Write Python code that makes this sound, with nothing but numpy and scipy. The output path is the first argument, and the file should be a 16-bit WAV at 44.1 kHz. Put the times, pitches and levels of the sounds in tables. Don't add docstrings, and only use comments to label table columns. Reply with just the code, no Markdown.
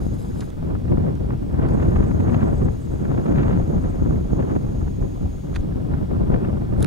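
import sys
import numpy as np
from scipy import signal
from scipy.fft import rfft, irfft
from scipy.io import wavfile

SR = 44100
rng = np.random.default_rng(int(sys.argv[2]) if len(sys.argv) > 2 else 0)


def file_out(sig):
    cols = np.atleast_2d(sig).T
    lim = np.clip(cols, -1, 1)
    pcm = np.round(lim * 32767).astype(np.int16)
    wavfile.write(sys.argv[1], SR, pcm)


def decibels_to_gain(level_db):
    exponent = np.asarray(level_db, float) / 20
    return 10 ** exponent


N = 302526

LAYER_HZ = [50, 165, 520, 1500]


def evened(x):
    return x / np.sqrt(np.mean(abs(x) ** 2) + 1e-20)


def read(f, value, hz):
    return np.interp(np.log(hz + 1), np.log(np.asarray(f) + 1.), value)


def drift(top_hz, channels=1):
    hz = np.fft.rfftfreq(N, 1 / SR)
    shape = (hz > 4) / np.sqrt(hz + 22.0) * np.exp(-(hz / top_hz) ** 2)
    return evened(irfft(rfft(rng.standard_normal((channels, N))) * shape, N))


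def resonate(x, hz, width):
    turn = np.exp(2j * np.pi * np.cumsum(hz * np.ones(x.shape[-1])) / SR)
    r = np.exp(-np.pi * width / SR)
    smoothed = signal.lfilter([(1 - r) ** 2], [1, -2 * r, r * r], x / turn)
    return 2 * (turn * smoothed).real


def bumps(s, db, width):
    out = np.zeros(N)
    bell = np.exp(-(np.arange(-2000, 2001) / SR / width) ** 2)
    np.add.at(out, np.round(np.asarray(s) * SR).astype(int), decibels_to_gain(np.asarray(db)))
    return signal.oaconvolve(out, bell, "same")


def above(x, edge_hz):
    hz = np.fft.rfftfreq(N, 1 / SR)
    return irfft(rfft(x) * hz ** 2 / (hz ** 2 + edge_hz ** 2), N)


def hiss():
    # f/Hz, density level/dB per Hz
    noise_curve = [(880, -30), (1500, -4), (1990, 0), (2310, 0), (2650, -1), (3460, -2), (4050, -4),
                   (15700, -14.5)]
    # f/Hz, level/dB
    whistle_lines = [(15734, -83), (3375, -78), (5238, -85)]
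    hiss_db = -58.5
    common, *own = rng.standard_normal((3, N))
    noise = 0.6 * common + 0.7 * np.array(own)
    colour = decibels_to_gain(read(*np.transpose(noise_curve), np.fft.rfftfreq(N, 1 / SR)))
    t = np.arange(N) / SR
    whistles = sum(decibels_to_gain(db) * np.sqrt(2) * np.sin(2 * np.pi * hz * t) for hz, db in whistle_lines)
    return decibels_to_gain(hiss_db) * evened(irfft(rfft(noise) * colour, N)) + whistles


def motor():
    # start t/s, stop t/s
    run_times = [
        (0, .502),
        (1.686, 5.609),
    ]
    # whine level/dB, gear rustle level/dB at the start and at the stop
    run_levels = [(-66.5, -76, -72.5), (-66.5, -80, -85)]
    # f/Hz, width/Hz, level/dB
    barrel = [(3940, 1200, 0.5), (4930, 400, 0), (7650, 140, -1), (8200, 90, -9), (9960, 1200, 1.5),
              (11540, 600, -0.5)]
    # t/s, f/Hz, level/dB
    squeaks = [(.018, 7680, -68), (.146, 7680, -63), (.231, 7700, -59), (.305, 7640, -73),
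               (.344, 7680, -74), (1.74, 8390, -61), (1.83, 7680, -64), (2.079, 7900, -61),
               (2.28, 8140, -83), (2.31, 8140, -67), (2.345, 8140, -70), (2.45, 8390, -65),
               (2.53, 8140, -64), (2.56, 7720, -63), (2.479, 7910, -62), (2.582, 7860, -60),
               (2.65, 7910, -61), (2.82, 8300, -61), (2.915, 7910, -65), (2.945, 7910, -71),
               (2.98, 7910, -68), (3.25, 8140, -63), (3.315, 8240, -71), (2.42, 7700, -68),
               (2.5, 7720, -72), (2.62, 7680, -67), (2.83, 7700, -67), (3.83, 8140, -61),
               (3.901, 7910, -62), (4.1, 8140, -69)]
    # first t/s, last t/s
    chirp_span = (1.4, 3.8)
    # lowest f/Hz, highest f/Hz
    chirp_range = (7520, 8000)
    chirps_per_s, chirp_db = 18, -74
    whine_hz = 6636
    ease_s, ease_db = 0.055, -5

    t, out = np.arange(N) / SR, np.zeros(N)
    noise = rng.standard_normal((2, N))
    waver, throb, chatter = drift(55, channels=3)
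    phase = 2 * np.pi * np.cumsum(whine_hz + 12 * waver) / SR
    tone = np.sqrt(2) * np.sin(phase) * decibels_to_gain(1.1 * throb)
    whine = evened(tone + .5 * evened(resonate(noise[0], whine_hz, 90)))
    rustle = sum(decibels_to_gain(db) * evened(resonate(noise[1], hz, width)) for hz, width, db in barrel)
    rustle = evened(rustle * decibels_to_gain(2.0 * chatter))
    for (whine_db, *ends_db), (start, stop) in zip(run_levels, run_times):
        rustle_db = np.interp(t, [start, stop], ends_db) + 12.0 + ease_db * (t > stop - ease_s)
        running = (t > start) & (t < stop)
        out += running * (decibels_to_gain(whine_db) * whine + decibels_to_gain(rustle_db) * rustle)

    u = np.arange(-1000, 1001) / SR
    (start, stop), (low, high) = chirp_span, chirp_range
    chance = rng.random((200, 3))[:round(chirps_per_s * (stop - start))]
    chirps = [(start + a * (stop - start), low + b * (high - low), chirp_db + 6 * c) for a, b, c in chance]
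    for s, hz, db in squeaks + chirps:
        at = max(round(s * SR) - 1000, 0)
        out[at:at + len(u)] += decibels_to_gain(db) * np.exp(-(u / 0.01) ** 2) * np.sin(2 * np.pi * hz * u)
    return np.array([out * decibels_to_gain(4.5), np.roll(out, 1) * decibels_to_gain(-0.5)])


def clicks():
    # t/s, tick level/dB, knock and sizzle level/dB against the tick, rise/s
    click_events = [(0.4050, -40, -13, -9, 0.0032), (0.407, -36.5, -19, -17, 0.0011),
                    (0.408, -48.5, 9, -1, 0.0082), (0.5024, -45, -13, 1, 0.0012),
                    (1.1527, -48.5, -11, -4, 0.0014), (1.6866, -45, -4, -7, 0.0011),
                    (5.5405, -49, 10, -3, 0.0019), (5.5488, -42, 3, -10, 0.0024),
                    (5.5555, -39, 3, -14, 0.0026), (5.5604, -32, 12, -8, 0.001),
                    (5.5626, -36.5, 4.5, -25, 0.0026), (5.6075, -46, -4, -9, 0.0017),
                    (6.77, -64, -8, 7, 0.046), (6.799, -53, -5, 5, 0.0016), (6.8058, -40, -14, 3, 0.00098),
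                    (6.818, -43.5, 5, -1, 0.011), (6.827, -32, -25, 11, 0.00087),
                    (6.838, -50, -3, 5, 0.001), (6.845, -23.5, 2.5, -5, 0.0012),
                    (6.8593, -37, 1, -11, .0008)]
    # f/Hz, width/Hz
    body_modes = [(1350, 1100), (3700, 1900), (6300, 1800), (9300, 2500), (13000, 4700)]
    pan_db = -3
    side_db = pan_db / 2 * np.array([[1], [-1]])
    stretches = [1.1, 0.66, 0.65, 0.49, 1.2]
    t, out = np.arange(3000) / SR, np.zeros((2, N + 3000))
    noises = rng.standard_normal((len(click_events), 3, 3000))
    for (s, db, knock_db, sizzle_db, rise), noise in zip(click_events, noises):
        crackle = noise[0] + 0.58 * noise[1:]
        shares_db = [knock_db, .5, -7 - 0.43 * knock_db, sizzle_db, sizzle_db - 20]
        modes = zip(shares_db, stretches, body_modes)
        for own, (share_db, slower, (hz, width)) in enumerate(modes):
            u = t / (max(rise, .0003) * slower)
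            blow = np.roll(crackle, 500 * own, 1) * u * np.exp(1 - u)
            sound = resonate(blow, hz, width) * np.sqrt(SR / width)
            out[:, round(s * SR):][:, :3000] += sound * decibels_to_gain(db + share_db - 9 + side_db)
    return out[:, :N]


def snaps():
    # t/s, peak level/dB, f/Hz
    vortices = [(0.918, -27, 510), (0.971, -33, 643), (1.622, -25, 530), (1.829, -23, 525),
                (2.207, -34, 646), (2.28, -25, 552), (2.379, -22, 510), (3.088, -26, 567),
                (3.178, -32, 660), (3.202, -40, 587), (3.283, -33, 568), (3.358, -27, 501),
                (4.391, -27, 536), (4.472, -30, 670), (4.561, -19, 540), (4.635, -34, 514),
                (5.012, -29, 640), (5.256, -29, 690), (6.113, -23, 505), (6.205, -21, 510),
                (6.34, -31, 530), (6.778, -23.5, 522)]
    rise_s, side_db, snap_db = 0.0019, 9, -10
    t, out = np.arange(800) / SR, np.zeros((2, N + 800))
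    u = t / rise_s
    for (s, db, hz), (turn, sign) in zip(vortices, rng.random((len(vortices), 2))):
        angle = 2 * np.pi * (hz * (1.26 * t - 25 * t ** 2) + turn)
        side = decibels_to_gain(side_db) * np.sign(sign - .5) * np.cos(angle)
        pressure = np.sin(angle) + np.outer([1, -1], side)
        out[:, round(s * SR):][:, :800] += decibels_to_gain(db + snap_db) * u * np.exp(1 - u) * pressure
    return out[:, :N]


def gusts(t):
    # t/s, level/dB
    speed = [(0.0, -1.5), (0.54, -2), (1.01, 1.5), (1.18, -2.5), (1.45, -5), (1.64, 4.5), (2.51, 4),
             (2.82, -6), (3.38, 7), (3.7, 2.5), (4.26, -0.3), (4.45, 2.5), (4.72, -3), (5.35, -6.5),
             (6.13, 1), (6.36, 1.5), (6.68, -1.2), (6.86, 4.5)]
    follow = [.58, .93, 1.14, 1.15]
    # t/s, rumble level/dB, half length/s
    heaves = [(0.1, 2.5, 0.18), (0.256, -11, 0.047), (0.418, -11, 0.04), (0.528, -4, 0.054),
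              (0.81, -13, 0.025), (1.1, -3.5, 0.053), (1.242, 9.5, 0.044), (1.885, 9.5, 0.019),
              (1.983, 9, 0.065), (2.3, 0.5, 0.03), (2.48, -2, 0.079), (2.658, 4, 0.076), (2.933, 10, 0.021),
              (3.042, -7, 0.042), (3.25, -32, 0.032), (4.092, 3, 0.094), (4.345, 9.5, 0.02),
              (4.5, -9.5, 0.09), (4.833, 10.5, 0.04), (4.938, -3, 0.057), (5.006, 8.5, 0.096),
              (5.143, -3, 0.081), (5.255, 8, 0.032), (5.425, 0, 0.069), (5.6, 10, 0.038), (5.97, -7, 0.012),
              (6.334, 3, 0.016), (6.405, -10, 0.034), (6.6, -1.5, 0.049), (6.77, 4, 0.066)]
    # t/s, level/dB, half length/s, eddy f/Hz
    flurries = [(0.233, -5, 0.14, 286), (0.525, -9.5, 0.11, 165), (0.707, 4.5, 0.034, 885),
                (0.825, -7.5, 0.097, 880), (0.927, 11, 0.02, 276), (1.084, 8.5, 0.014, 880),
                (1.33, 7, 0.026, 1500), (2.12, -4.5, 0.061, 503), (2.345, 1, 0.15, 1500),
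                (2.662, 5, 0.046, 290), (2.778, -2.5, 0.045, 517), (3.113, 4, 0.12, 875),
                (3.233, -2.5, 0.086, 292), (3.452, -3, 0.0078, 165), (3.655, -6, 0.039, 517),
                (3.733, 1.5, 0.021, 165), (3.97, -6.5, 0.086, 165), (4.084, 2.5, 0.12, 290),
                (4.26, -6, 0.044, 1500), (4.399, 14, 0.0043, 865), (4.478, -3, 0.033, 165),
                (4.584, 8, 0.05, 890), (4.596, -13, 0.03, 1500), (4.948, -4, 0.039, 1500),
                (5.042, 6, 0.022, 520), (5.248, 8, 0.017, 290), (5.41, -9.5, 0.024, 493),
                (6.065, -8, 0.037, 520), (6.342, 7, 0.032, 880), (6.673, -3, 0.039, 290)]
    # t/s, level/dB, half length/s
    flares = [(0.885, 6, 0.014), (0.98, -4, 0.014), (1.614, 3.5, 0.098), (1.818, 2.5, 0.053),
              (2.004, 2.5, 0.089), (2.304, -1, 0.0094), (2.416, 7, 0.03), (3.17, -2, 0.02),
              (3.394, 6, 0.032), (3.49, 2.5, 0.02), (3.55, 2, 0.043), (4.496, 6.5, 0.017),
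              (5.97, 3.5, 0.029), (6.353, -1.5, 0.022), (6.442, 4.5, 0.034)]
    # t/s, level/dB
    thuds = [(.13, 4), (.17, -7), (.46, 2.5), (.53, 5.5), (1.02, 0), (1.66, -6), (1.85, 5.5), (1.89, -6),
             (2.39, -10), (2.58, 0), (2.85, 4.5), (3.2, 6), (3.61, 6.5), (3.69, -8), (3.94, 4.5),
             (4.67, 10), (4.82, -6), (4.89, -4), (5.16, -1), (5.21, 5.5), (5.26, -2), (5.32, -1), (5.37, 7),
             (5.45, 3), (5.64, 6), (5.76, 8), (5.8, -11), (5.89, -10), (5.94, 9), (6.16, -8.5), (6.29, 8),
             (6.4, 13), (6.57, 9.5), (6.73, 5)]
    # t/s, level/dB
    buffets = [(.01, -6), (.42, 6), (.75, 0), (1.26, -5.5), (1.33, 3.5), (1.51, 1), (1.6, -2), (1.81, -6),
               (1.98, -5), (2.17, 3.5), (2.43, 6.5), (2.48, -7.5), (2.56, -4.5), (2.75, -6.5), (3.87, -4.5),
               (4.03, 5), (4.28, -9), (4.55, 1.5), (4.62, -6), (5.18, -10), (5.26, 0.5), (5.33, -11),
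               (6.02, 2.5), (6.39, -7)]
    # t/s, level/dB
    roars = [(.31, -2), (.81, 6.5), (1.04, 3.5), (1.17, -8), (1.22, 8), (1.45, -3), (1.93, 1.5), (2.03, 1),
             (2.71, 4), (2.79, -3.5), (3.09, -7), (3.42, -5), (3.56, -6), (3.78, 2), (3.85, -3), (4.87, 2),
             (5.51, 4), (5.98, -3), (6.21, 6), (6.51, 7), (6.66, -7)]
    surge_halves = [0.022, 0.021, 0.017]
    flurry_spread = 1.72

    layers = np.outer(follow, np.interp(t, *np.transpose(speed)))
    s, db, half = np.transpose(heaves)
    layers[0] += db @ np.exp(-((t - s[:, None]) / half[:, None]) ** 2)
    s, db, half, pitch = np.transpose(flurries)
    distance = np.arange(1, 4)[:, None] - read(LAYER_HZ, np.arange(4), pitch)
    reach = np.exp(-(distance / flurry_spread) ** 2)
    layers[1:] += reach * db @ np.exp(-((t - s[:, None]) / half[:, None]) ** 2)
    s, db, half = np.transpose(flares)
    layers[3] += db @ np.exp(-((t - s[:, None]) / half[:, None]) ** 2)
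    for layer, (surges, half) in enumerate(zip([thuds, buffets, roars], surge_halves)):
        s, db = np.transpose(surges)
        layers[layer] += db @ np.exp(-((t - s[:, None]) / half) ** 2)
    return layers


def eddies():
    # t/s, level/dB over the turbulence, left minus right level/dB
    slaps = [(0.066, 14, 11), (0.628, 7, 24), (0.742, 10, 9), (0.921, 3, 3), (0.982, 14, 23),
             (1.335, 13, 1), (1.544, 1.5, 33), (1.723, 5, -16), (1.971, -29, 12), (2.008, 4.5, 31),
             (2.147, 15, 7), (2.367, 18, 9), (2.531, 33, -8), (2.94, 27, 10), (3.183, 4, -8),
             (3.447, -7, 18), (3.575, 13.5, 14), (3.763, 18, 0.5), (4.023, 15, 17), (4.061, 13, 13.5),
             (4.11, 16, -7), (4.333, 14, -20.5), (4.565, 24, 3), (5.024, 27, 7), (5.231, 13, -1),
             (5.259, 0, -17), (5.572, 14, -9), (6.121, 5, -11), (6.303, 21, 17.5), (6.352, 1, 22)]
    # t/s, level/dB over the turbulence
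    puff_events = [(0.753, 20), (0.923, 14.5), (0.974, 18.5), (1.09, -8), (1.306, 17), (1.32, 5),
                   (1.828, 12.5), (1.963, 13.5), (2.029, 10), (2.206, 10), (2.347, 20), (2.38, 5),
                   (2.409, 3), (2.529, 1), (2.625, 9), (2.687, 18), (3.145, 11.5), (3.179, 16.5),
                   (3.396, -2), (4.023, -13), (4.428, 15), (4.564, 14), (4.88, 10), (5.026, 15), (5.26, 14),
                   (5.724, 15), (5.939, 15.5), (6.113, 16.5), (6.301, 9), (6.343, 11.5), (1.591, 5.5),
                   (1.669, 4.5), (2.114, 11), (2.271, 6), (2.296, 12), (2.332, 12), (3.261, 6), (3.322, 8),
                   (3.386, 8), (3.431, 8), (3.482, 12), (3.514, 3.5), (3.36, 11), (3.53, 12), (6.45, 7)]
    crackles_per_s, crackle_db, crackle_s = 33, 2, 0.0037

    smooth, fine = rng.standard_normal((2, 2, N))
    bursts = decibels_to_gain(1.4 * drift(41) + 1.22 * drift(170, channels=2))
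    size = decibels_to_gain(4.1 * np.minimum(rng.exponential(1, (2, N)), 4)) * rng.choice([-1., 1.], (2, N))
    lumps = evened(size * (rng.random((2, N)) < 300 / SR) * bursts)
    kicks = 1.08 * evened(smooth * bursts) + 0.55 * lumps

    slap = decibels_to_gain(14) * signal.windows.hann(16) / 8
    for (s, db, pan_db), sign in zip(slaps, rng.choice([-1., 1.], len(slaps))):
        port_db = min(db, 14) + 1.19 * pan_db * np.array([[.5], [-.5]])
        push = sign * decibels_to_gain(port_db) * [[1], [-1]]
        kicks[:, round(s * SR):][:, :len(slap)] += push * slap

    s, db = np.transpose(puff_events)
    when, strength = rng.random((600, 2))[:round(crackles_per_s * N / SR)].T
    crackles = bumps(when * (N - 1) / SR, crackle_db + 6 * strength, crackle_s)
    puffs = above(above(fine * (bumps(s, db - 0.5, 0.0043) + crackles), 640), 640)
    return smooth + above(above(kicks - smooth, 70), 70) + puffs


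def wind():
    # f/Hz, density level/dB per Hz
    wind_curve = [(12, -26), (20, -9), (54, 4.5), (103, 0.5), (161, -2), (373, -15), (466, -20.5),
                  (1480, -39.5), (4000, -69), (5200, -80), (8800, -120)]
    # f/Hz, left-right likeness 0-1, phase lead of left/rad, extra left minus right level/dB
    matrix = [(30, 0.87, -0.2, -4), (82, 0.98, 0.02, 5.5), (165, 0.16, -1.82, -2), (345, 0.8, -2.5, -3),
              (695, 0.74, -2.5, -2.5), (1410, 0.82, -2, -2.5), (3000, 0.94, -2, -3)]
    # t/s, left minus right level/dB
    lean = [(0, 2.4), (1.5, 2), (2.2, 2.4), (3, 3), (4, 2.7), (5, 1.9), (5.7, 3.5), (6.4, 3.5),
            (6.86, 0.67)]
    sway_db, wind_db = 1.5, -19.5

    hz, t, (a, b) = signal.stft(eddies(), SR, nperseg=2048, noverlap=1792)
    layers = gusts(t)
    pan = np.interp(t, *np.transpose(lean)) + sway_db * np.interp(t, np.arange(N) / SR, drift(25)[0])
    layers = layers - 10 * np.log10(np.mean(decibels_to_gain(layers) ** 2, 1))[:, None]
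    place = read(LAYER_HZ, np.arange(4), hz)
    swell_db = np.clip(1 - abs(place[:, None] - np.arange(4)), 0, 1) @ layers
    swell_db += read([1500, 3500], [0, .5], hz)[:, None] * layers[3]
    colour_db = read(*np.transpose(wind_curve), hz)[:, None]

    f, *columns = np.transpose(matrix)
    same, phase, tilt_db = (read(f, c, hz)[:, None] for c in columns)
    same = np.clip(same, 0, 1)
    pan = pan * np.clip(place, 0, 1)[:, None]
    side_db = (tilt_db + pan) / 2
    leak, turn = np.arcsin(same) / 2, np.exp(1j * phase)
    left = (np.cos(leak) * a + np.sin(leak) * turn * b) * decibels_to_gain(side_db)
    right = (np.cos(leak) * b + np.sin(leak) / turn * a) * decibels_to_gain(-side_db)
    centre = np.sqrt((1 + same * np.cos(phase)) / 2)
    z = np.array([left, right]) * decibels_to_gain(colour_db + swell_db) / centre
    sound = signal.istft(z, SR, nperseg=2048, noverlap=1792)[1][:, :N]
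    return decibels_to_gain(wind_db) * evened(sound)


def scene():
    return wind() + hiss() + motor() + clicks() + snaps()


def low_pass(x):
    return signal.sosfilt(signal.butter(12, 16050, fs=SR, output="sos"), x)


def record(dry):
    limited = dry / (1 + abs(dry / .95) ** 4) ** .25
    limited = limited * np.minimum(np.arange(N) / SR / .004, 1)
    edge = signal.firwin(511, 15830, window=("kaiser", 9), fs=SR)
    banded = signal.oaconvolve(limited, edge[None], "same")
    return low_pass(banded)


dry = scene()
out = record(dry)
file_out(out)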